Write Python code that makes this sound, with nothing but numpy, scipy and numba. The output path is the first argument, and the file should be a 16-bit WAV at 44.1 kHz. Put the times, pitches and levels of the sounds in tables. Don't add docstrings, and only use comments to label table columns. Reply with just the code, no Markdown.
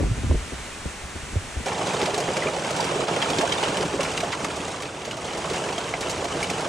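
import sys
import numpy as np
from scipy import signal
from scipy.fft import rfft, irfft
from scipy.io import wavfile
from scipy.ndimage import uniform_filter1d
from numba import njit

SR = 44100
rng = np.random.default_rng(int(sys.argv[2]) if len(sys.argv) > 2 else 0)


def wrap_up_sound(samples):
    columns = np.atleast_2d(samples).T
    tamed = np.clip(columns, -1, 1)
    steps = np.round(tamed * 32767).astype(np.int16)
    wavfile.write(sys.argv[1], SR, steps)


N = 294852
CUT_S = 1.655
TIME = np.arange(N) / SR
FREQ = np.maximum(np.arange(N // 2 + 1) * SR / N, 1)


def undb(db):
    return 10 ** (np.asarray(db) / 20)


def over_hz(table, column=1):
    table = np.array(table)
    return np.interp(np.log(FREQ), np.log(table[:, 0]), table[:, column])


def colour(x, gain):
    return irfft(rfft(x) * gain, N)


def unit(x):
    return x / np.sqrt(np.mean(x ** 2))


def walk(rate):
    hold = int(SR / rate)
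    steps = np.repeat(rng.standard_normal(N // hold + 1), hold)
    smooth = uniform_filter1d(uniform_filter1d(steps, hold), hold)
    return np.sqrt(2) * smooth[:N]


@njit
def ring(out, s, hz, size, t60, rise_s, phase):
    for k in range(len(s)):
        start = max(int(s[k] * SR), 0)
        turn = np.exp(2j * np.pi * hz[k] / SR - np.log(1000) / (t60[k] * SR))
        za, zb = size[k] * np.exp(1j * phase[k, 0]), size[k] * np.exp(1j * phase[k, 1])
        lack, fill = 1., np.exp(-1 / (rise_s * SR))
        for i in range(start, min(start + int(t60[k] * SR), out.shape[1])):
            lack *= fill
            za, zb = za * turn, zb * turn
            out[0, i] += (1 - lack) * za.imag
            out[1, i] += (1 - lack) * zb.imag
    return out


def blows(s, hz, db, t60, octaves, rise_s, late, scatter_s, count, loose=1):
    s, hz, db, t60 = (np.reshape(v + 0. * s, (-1, 1)) for v in (s, hz, db, t60))
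    share = (np.arange(count) + rng.random((len(s), count))) / count
    share = np.clip(share, .01, .99)
    step = 2 ** (octaves * np.log(share / (1 - share)) / 2)
    mode_hz = np.minimum(hz * step, .4 * SR)
    start = s + late / mode_hz + scatter_s * rng.random(step.shape) ** 2
    size = undb(db) / np.sqrt(count) + 0 * step
    fade_s = np.clip(t60 / np.sqrt(step), .002, .6)
    phase = 2 * np.pi * np.clip(loose, 0, 1) * rng.random((step.size, 2))
    return ring(np.zeros((2, N)), start.ravel(), mode_hz.ravel(), size.ravel(),
                fade_s.ravel(), max(rise_s, 1e-5), phase)


# f/Hz, level/dB (per Hz)
TYRE_HISS = [(60, -68), (200, -70.5), (500, -71.5), (900, -72.5), (2300, -73.5), (3300, -77.5), (5000, -82),
             (6200, -80), (8500, -80), (10000, -83.5), (11300, -86), (13000, -101), (15600, -87)]


def tyres():
    hiss = colour(rng.standard_normal((2, N)), undb(over_hz(TYRE_HISS)) * np.sqrt(SR / 2))
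    return hiss * undb(.4 * walk(14))


# t/s, level/dB (rumble)
DRAUGHT_RUMBLE = [(0, -22), (.15, -35), (.3, -28), (.44, -40), (.6, -47), (1.0, -49), (1.3, -43),
                  (1.45, -43), (1.65, -46)]
# t/s, level/dB (boom), f/Hz (centre of boom), level/dB (flutter),
# f/Hz (centre of flutter), nominal boom cycles to fade by 60 dB (the fade time is kept within limits)
AIR_BUFFETS = [(0.0, -36, 87, -9.5, 341, 11), (0.028, -13, 54, -12.5, 325, 18),
               (0.054, -22, 59.4, -16, 344, 12), (0.106, -6.5, 116, -17, 200, 8),
               (0.166, -17, 69, -16, 201, 14), (0.231, -11, 89, -17.5, 326, 9.5),
               (0.254, -8.5, 70.6, -36, 150, 6.5), (0.293, -8, 74, -9, 199, 12.5),
               (0.309, -20, 112, -11, 384, -1), (0.338, -12, 48.4, -12, 257, 9.5),
               (0.401, -27, 70, -29, 198, 5), (0.519, -26.5, 62, -18.5, 336, 17),
               (0.595, -25, 55, -29, 200, 5), (0.852, -22, 68.6, -13, 198, 9.5),
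               (1.028, -24.5, 58, -37.5, 150, 9), (1.149, -20, 75, -21.5, 290, 6),
               (1.222, -27, 65, -36, 150, 6), (1.32, -22, 57, -22, 200, 8),
               (1.355, -4.5, 88, -16, 400, 6.5), (1.558, -15.5, 70.4, -17.5, 200, 9),
               (1.594, -28, 60.3, -18.5, 260, 6)]


def air():
    s, db = np.transpose(DRAUGHT_RUMBLE)
    low_colour = [(15, -44), (45, -13.0), (90, -11.5), (300, -24.0), (1000, -74), (4000, -100)]
    draught = unit(colour(rng.standard_normal((2, N)), undb(over_hz(low_colour))))
    draught = draught * undb(np.interp(TIME, s, db))
    s_hit, boom_db, hz, flutter_db, flutter_hz, cycles = np.transpose(AIR_BUFFETS)
    boom = blows(s_hit, hz, boom_db, t60=cycles / hz, octaves=0.054, rise_s=0.0072,
                 late=0.5, scatter_s=0.0014, count=1)
    flutter = blows(s_hit, flutter_hz, flutter_db, t60=0.041, octaves=0.764, rise_s=0.0015,
                    late=0.24, scatter_s=0.017, count=24)
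    return draught + boom + flutter


# t/s, level/dB (before the ports)
STORM_LEVEL = [(1.66, -29), (2.01, -28.5), (2.61, -29.5), (2.89, -27), (3.63, -28), (3.84, -29),
               (4.24, -30), (4.36, -32.5), (4.7, -33), (4.84, -37), (4.98, -38.5), (5.1, -35.5), (5.5, -32),
               (5.93, -31), (6.38, -32.5), (6.69, -29)]


def storm_db(t):
    return np.interp(t, *np.transpose(STORM_LEVEL))


def patter(per_s, hz_low, hz_high, spread_db, most_db, t60, octaves):
    when, pitch, luck = rng.random((int(per_s * N / SR), 3)).T
    hz = hz_low * (hz_high / hz_low) ** pitch
    db = np.minimum(-spread_db * np.log(1 - luck), most_db)
    db = db + 15 * np.log10(hz / 1000)
    hits = blows(when * N / SR, hz, db, t60 * np.sqrt(1000 / hz), octaves, rise_s=0.00012,
                 late=1.492, scatter_s=.005, count=8)
    return unit(hits)


# f/Hz, level/dB
HAIL_COLOUR = [(35, -36), (80, -5), (165, 2.5), (230, -2.5), (450, 3), (850, 0), (1300, -5), (1900, -9.5),
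               (3000, -8), (4300, -15), (8000, -13), (10000, -17.5), (12500, -33), (13400, -39)]
# t/s (deepest), level/dB (change)
STORM_LULLS = [(2.12, -3), (3.068, -5), (3.98, -4.5), (4.48, -3.5)]
LULL_S = 0.017
TREBLE_DB, TREBLE_PIVOT_DB, TREBLE_SHARE = -33.5, -30, 0.83


def storm():
    far = rng.standard_normal((2, N))
    near = patter(per_s=1100, hz_low=91.4, hz_high=9990, spread_db=2.3, most_db=11.2, t60=0.045, octaves=1.1)
    bed = far + undb(-2.8) * near
    s, depth_db = np.transpose(STORM_LULLS)
    lull_db = sum(depth * np.exp(-((TIME - at) / LULL_S) ** 2) for at, depth in zip(s, depth_db))
    bed = bed * undb(0.82 * walk(9.8) + lull_db)
    bed = colour(bed, undb(over_hz(HAIL_COLOUR)))
    low = colour(bed, 1 / (1 + (FREQ / 1350) ** 4))
    low, high = unit(low), unit(bed - low)
    level_db = storm_db(TIME)
    treble_db = TREBLE_DB + TREBLE_SHARE * (level_db - TREBLE_PIVOT_DB)
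    return low * undb(level_db) + high * undb(treble_db)


def rumble():
    low_colour = [(20, -32), (50, -7.5), (100, -5.0), (200, -13.5), (400, -17), (1000, -77)]
    low = colour(rng.standard_normal((2, N)), undb(over_hz(low_colour)))
    return unit(low) * undb(-47 + 1.8 * walk(3.22))


def middling(per_s, above_db, spread_db, hz_low, hz_high):
    length_s = N / SR - CUT_S
    when, loudness, pitch = rng.random((int(per_s * length_s), 3)).T
    s = CUT_S + when * length_s
    db = storm_db(s) + above_db + spread_db * (2 * loudness - 1)
    return np.array([s, db, hz_low * (hz_high / hz_low) ** pitch])


def porch(pair, t60, db):
    t = np.arange(int(.3 * SR)) / SR
    tail = rng.standard_normal((2, len(t))) * undb(-60 * t / t60) * (t > .003)
    tail = tail / np.sqrt(np.sum(tail ** 2, axis=1, keepdims=True))
    return pair + undb(db) * signal.fftconvolve(pair, tail, axes=1)[:, :N]


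# t/s, level/dB, f/Hz (centre)
BIG_THUDS = [(1.656, -23, 536), (1.792, -17, 790), (1.811, -18.5, 1130), (1.899, -18, 835),
             (1.94, -15.5, 433), (2.013, -16, 800), (2.027, -12.5, 394), (2.075, -16.5, 630),
             (2.133, -17, 410), (2.177, -14, 714), (2.205, -15.5, 623), (2.281, -9, 518), (2.37, -15, 536),
             (2.456, -12.5, 476), (2.478, -18, 614), (2.53, -22, 618), (2.795, -15.5, 870),
             (2.844, -15, 310), (2.914, -18, 500), (2.957, -14, 415), (2.993, -10, 490),
             (3.026, -14.5, 458), (3.081, -15, 706), (3.087, -17.5, 1234), (3.108, -16.5, 410),
             (3.159, -12.5, 550), (3.222, -14.5, 910), (3.268, -17, 494), (3.332, -16, 774),
             (3.304, -14.5, 410), (3.385, -11, 400), (3.408, -15, 862), (3.431, -10, 696), (3.45, -24, 580),
             (3.58, -13.5, 865), (3.627, -12, 800), (3.685, -15, 363), (3.723, -16, 425), (3.8, -14, 427),
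             (3.847, -16, 297), (3.919, -24, 483), (3.939, -12.5, 405), (3.994, -9, 535),
             (4.23, -14.5, 696), (4.272, -17, 756), (4.432, -21, 300), (4.447, -18, 1250),
             (4.461, -23, 273), (4.568, -25, 395), (4.6, -24, 286), (4.854, -22, 288), (5.073, -22, 596),
             (5.171, -26, 640), (5.251, -22, 560), (5.353, -21, 506), (5.389, -22.5, 730),
             (5.489, -19, 588), (5.509, -17.5, 442), (5.684, -20, 570), (5.724, -20, 780),
             (5.778, -21, 696), (5.802, -32, 600), (5.883, -30, 920), (5.937, -17, 740), (6.065, -20, 388),
             (6.242, -14, 696), (6.349, -22, 303), (6.496, -18, 763), (6.532, -24.5, 416),
             (6.582, -25, 537), (6.619, -20, 776)]
# t/s, level/dB (knock), f/Hz (centre of knock),
# level/dB (splinters), level/dB (own note, relative to the knock)
BIG_CRACKS = [(1.658, -25, 2780, -16.5, -9), (1.6824, -17.5, 2340, -20.5, -1), (1.869, -18, 3820, -19, -10),
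              (1.933, -34, 1790, -20.5, 5), (2.0147, -13, 2720, -16, -11), (2.028, -17, 2320, -20, -16),
              (2.0575, -14, 3300, -19, -15), (2.142, -14.5, 3200, -15, -13), (2.178, -26, 2190, -14, 0),
              (2.2018, -20, 2260, -14, -5), (2.277, -18, 1790, -31, -7), (2.286, -19, 2090, -31, -2),
              (2.368, -14, 2310, -15.5, -11), (2.422, -22, 1990, -35, 7), (2.47, -18.5, 2380, -34, 6),
              (2.5403, -32, 4470, -33, 2), (2.7064, -19, 4320, -15, -7), (2.764, -21, 3340, -15, -11),
              (2.803, -20, 4720, -14.5, 1), (2.843, -21, 4560, -15.5, -3), (3.0806, -18, 3350, -37, -7),
              (3.153, -24, 3260, -33, -5), (3.217, -14, 3310, -25, -3), (3.2237, -11, 3260, -20, -2),
              (3.3005, -14, 3800, -15, -17), (3.332, -20, 3280, -38, 1), (3.384, -12, 3670, -13.5, -9),
              (3.4099, -14, 2540, -14.5, -9), (3.495, -20, 3340, -27, -4), (3.521, -11, 3120, -17.5, -7),
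              (3.524, -14.5, 3180, -24, 5), (3.579, -22, 3580, -28, 5), (3.6274, -15, 2370, -17, -12),
              (3.6358, -12.5, 2990, -16.5, -3), (3.681, -16, 2760, -18, -8), (3.7706, -15, 2820, -18, -10),
              (3.852, -22, 2680, -23, -6), (4.0057, -16.5, 2720, -14, -1), (4.0313, -21, 2680, -14, -1),
              (4.0494, -14, 2370, -45, -18), (4.076, -32, 1600, -36, -5), (4.119, -36, 3600, -19.5, -10),
              (4.1749, -14, 2810, -14.5, -2), (4.2033, -14.5, 2410, -15, -3), (4.243, -20, 1650, -22, -7),
              (4.28, -23, 1960, -30, -9), (4.32, -17.5, 3800, -29, -9), (4.327, -11, 2360, -24, -17),
              (4.445, -14.5, 2130, -13.5, -1.5), (4.562, -34, 4470, -19, -4), (4.6802, -23, 2850, -21, -8),
              (4.766, -24, 2220, -32, -9), (4.8216, -26, 2370, -18.5, 1), (4.8536, -24, 2560, -41, -8),
              (5.0495, -21, 2250, -21, -13), (5.11, -20, 2830, -22, -2), (5.1686, -27, 2690, -22, -8),
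              (5.246, -28, 2520, -24, -8), (5.373, -30, 1760, -20, -4), (5.4557, -26, 2140, -27, -2),
              (5.499, -17.5, 2980, -20, -8), (5.5336, -19, 3500, -21, -19), (5.688, -20.5, 2430, -34, -8),
              (5.727, -21, 2880, -23, -4), (5.78, -16.5, 3230, -19, 0), (5.8684, -29, 1570, -24, -8),
              (5.881, -23, 2800, -33, -3), (5.9242, -27, 1450, -28, -5), (5.9378, -15, 2150, -39, -0.5),
              (6.008, -24, 3330, -14.5, -7), (6.028, -16.5, 2280, -25, -4), (6.096, -24, 2750, -13, -1),
              (6.107, -42, 4700, -15, -9), (6.179, -22, 2380, -25, -3), (6.2427, -24, 3200, -18, -9),
              (6.374, -33, 2400, -42, -8), (6.403, -22, 2690, -23, -9), (6.428, -21, 2230, -13, 8),
              (6.442, -17.5, 2900, -24, -2), (6.5, -21, 2420, -13.5, 4), (6.5336, -25, 2860, -31, 5),
              (6.578, -23, 2600, -29, -2), (6.6056, -20.5, 3060, -19, -4)]


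def stones():
    small_thuds = middling(per_s=5, above_db=4.5, spread_db=4.3, hz_low=300, hz_high=925)
    s, db, hz = np.hstack([np.transpose(BIG_THUDS), small_thuds])
    thuds = blows(s, hz, db, t60=0.042, octaves=0.6, rise_s=0.0022,
                  late=0, scatter_s=0.00701, count=20, loose=0.89)
    spot_note = blows(s, hz, db - 3, t60=0.051, octaves=0.024, rise_s=0.0013,
                      late=0, scatter_s=0.0016, count=1, loose=0.37)

    small = middling(per_s=16, above_db=3.6, spread_db=3.5, hz_low=1210, hz_high=5000)
    small_cracks = np.vstack([small, small[1] - 5, 0 * small[1] - 9])
    s, db, hz, splinter_db, note_db = np.hstack([np.transpose(BIG_CRACKS), small_cracks])
    knock = blows(s, hz, db, t60=0.019, octaves=0.701, rise_s=0.00033,
                  late=0.62, scatter_s=.006, count=30, loose=0.69)
    stone_note = blows(s, hz, db + note_db, t60=0.02, octaves=0.013, rise_s=0.00065,
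                       late=0, scatter_s=0.0008, count=1, loose=0.28)
    splinters = blows(s, 6850, splinter_db, t60=0.012, octaves=0.72, rise_s=0.00027,
                      late=0, scatter_s=.009, count=60, loose=0.72)
    near = porch(thuds + spot_note + knock + stone_note + splinters, t60=0.089, db=-4.5)
    return colour(near, undb(over_hz([(9000, -2.5), (12500, 2), (13400, -59)])))


OPPOSED_HZ = 10810


def ports(pair, table):
    table = list(table) + [(OPPOSED_HZ, 0, 1, np.pi)]
    tilt_db, lead = over_hz(table, column=1), over_hz(table, column=3)
    like = np.clip(over_hz(table, column=2), 0, 1)
    left = colour(pair[0], undb(tilt_db / 2))
    shared = colour(pair[0], like * np.exp(1j * lead) * undb(-tilt_db / 2))
    unrelated = colour(pair[1], np.sqrt(1 - like ** 2) * undb(-tilt_db / 2))
    return np.array([left, shared + unrelated])


# f/Hz, level/dB (left minus right),
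# likeness (0-1), phase by which right leads [radians]
CAR_PORTS = [(30, 0, .995, 0), (70, .5, .98, 0), (120, .5, .85, -.15), (200, 1, .8, -.3),
             (520, 1.5, .7, -.4), (900, -3, .7, -.5), (1500, -2, .88, -.4), (2300, 1, .8, -.4),
             (3100, 1, .3, 0), (4000, 0, .62, .2), (4900, -1.5, .2, .3), (6000, 0, .75, .2),
             (9300, 0, .72, 1.4)]
# f/Hz, level/dB (left minus right),
# likeness (0-1), phase by which right leads [radians]
DOOR_PORTS = [(220, 0, .9995, 0), (350, -.5, .99, .05), (550, -2.5, .95, .1), (900, -4, .86, .1),
              (1250, -4.5, .55, -.2), (1600, -2, .7, -.35), (2200, 0, .88, -.15), (3000, 1, .25, .4),
              (3600, -2, .22, 0), (4600, 0, .96, 0), (6600, 0, .95, .05), (8000, 0, .68, 1.05),
              (9400, 0, .53, 1.9)]
NARROW_DB, WIDE_DB, WIDE_FROM_S, WIDE_TO_S, TURN_S = -2, 1.5, 2.7, 3.79, 0.13


def scene():
    car = ports(tyres() + air(), CAR_PORTS)
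    hail = ports(storm() + rumble() + stones(), DOOR_PORTS)
    opened = np.clip(np.minimum(TIME - WIDE_FROM_S, WIDE_TO_S - TIME) / TURN_S + .5, 0, 1)
    side = colour(hail[0] - hail[1], 1 / (1 + (FREQ / 5000) ** 4)) / 2
    width = undb(NARROW_DB + (WIDE_DB - NARROW_DB) * opened)
    hail = hail + np.array([[1], [-1]]) * side * (width - 1)
    door = np.clip((TIME - CUT_S) / 0.006, 0, 1)
    return car * (1 - door) + hail * door


def record(dry):
    low_pass = signal.ellip(8, .2, 70, 15500, fs=SR, output="sos")
    return signal.sosfilt(low_pass, dry)


dry = scene()
out = record(dry)
wrap_up_sound(out)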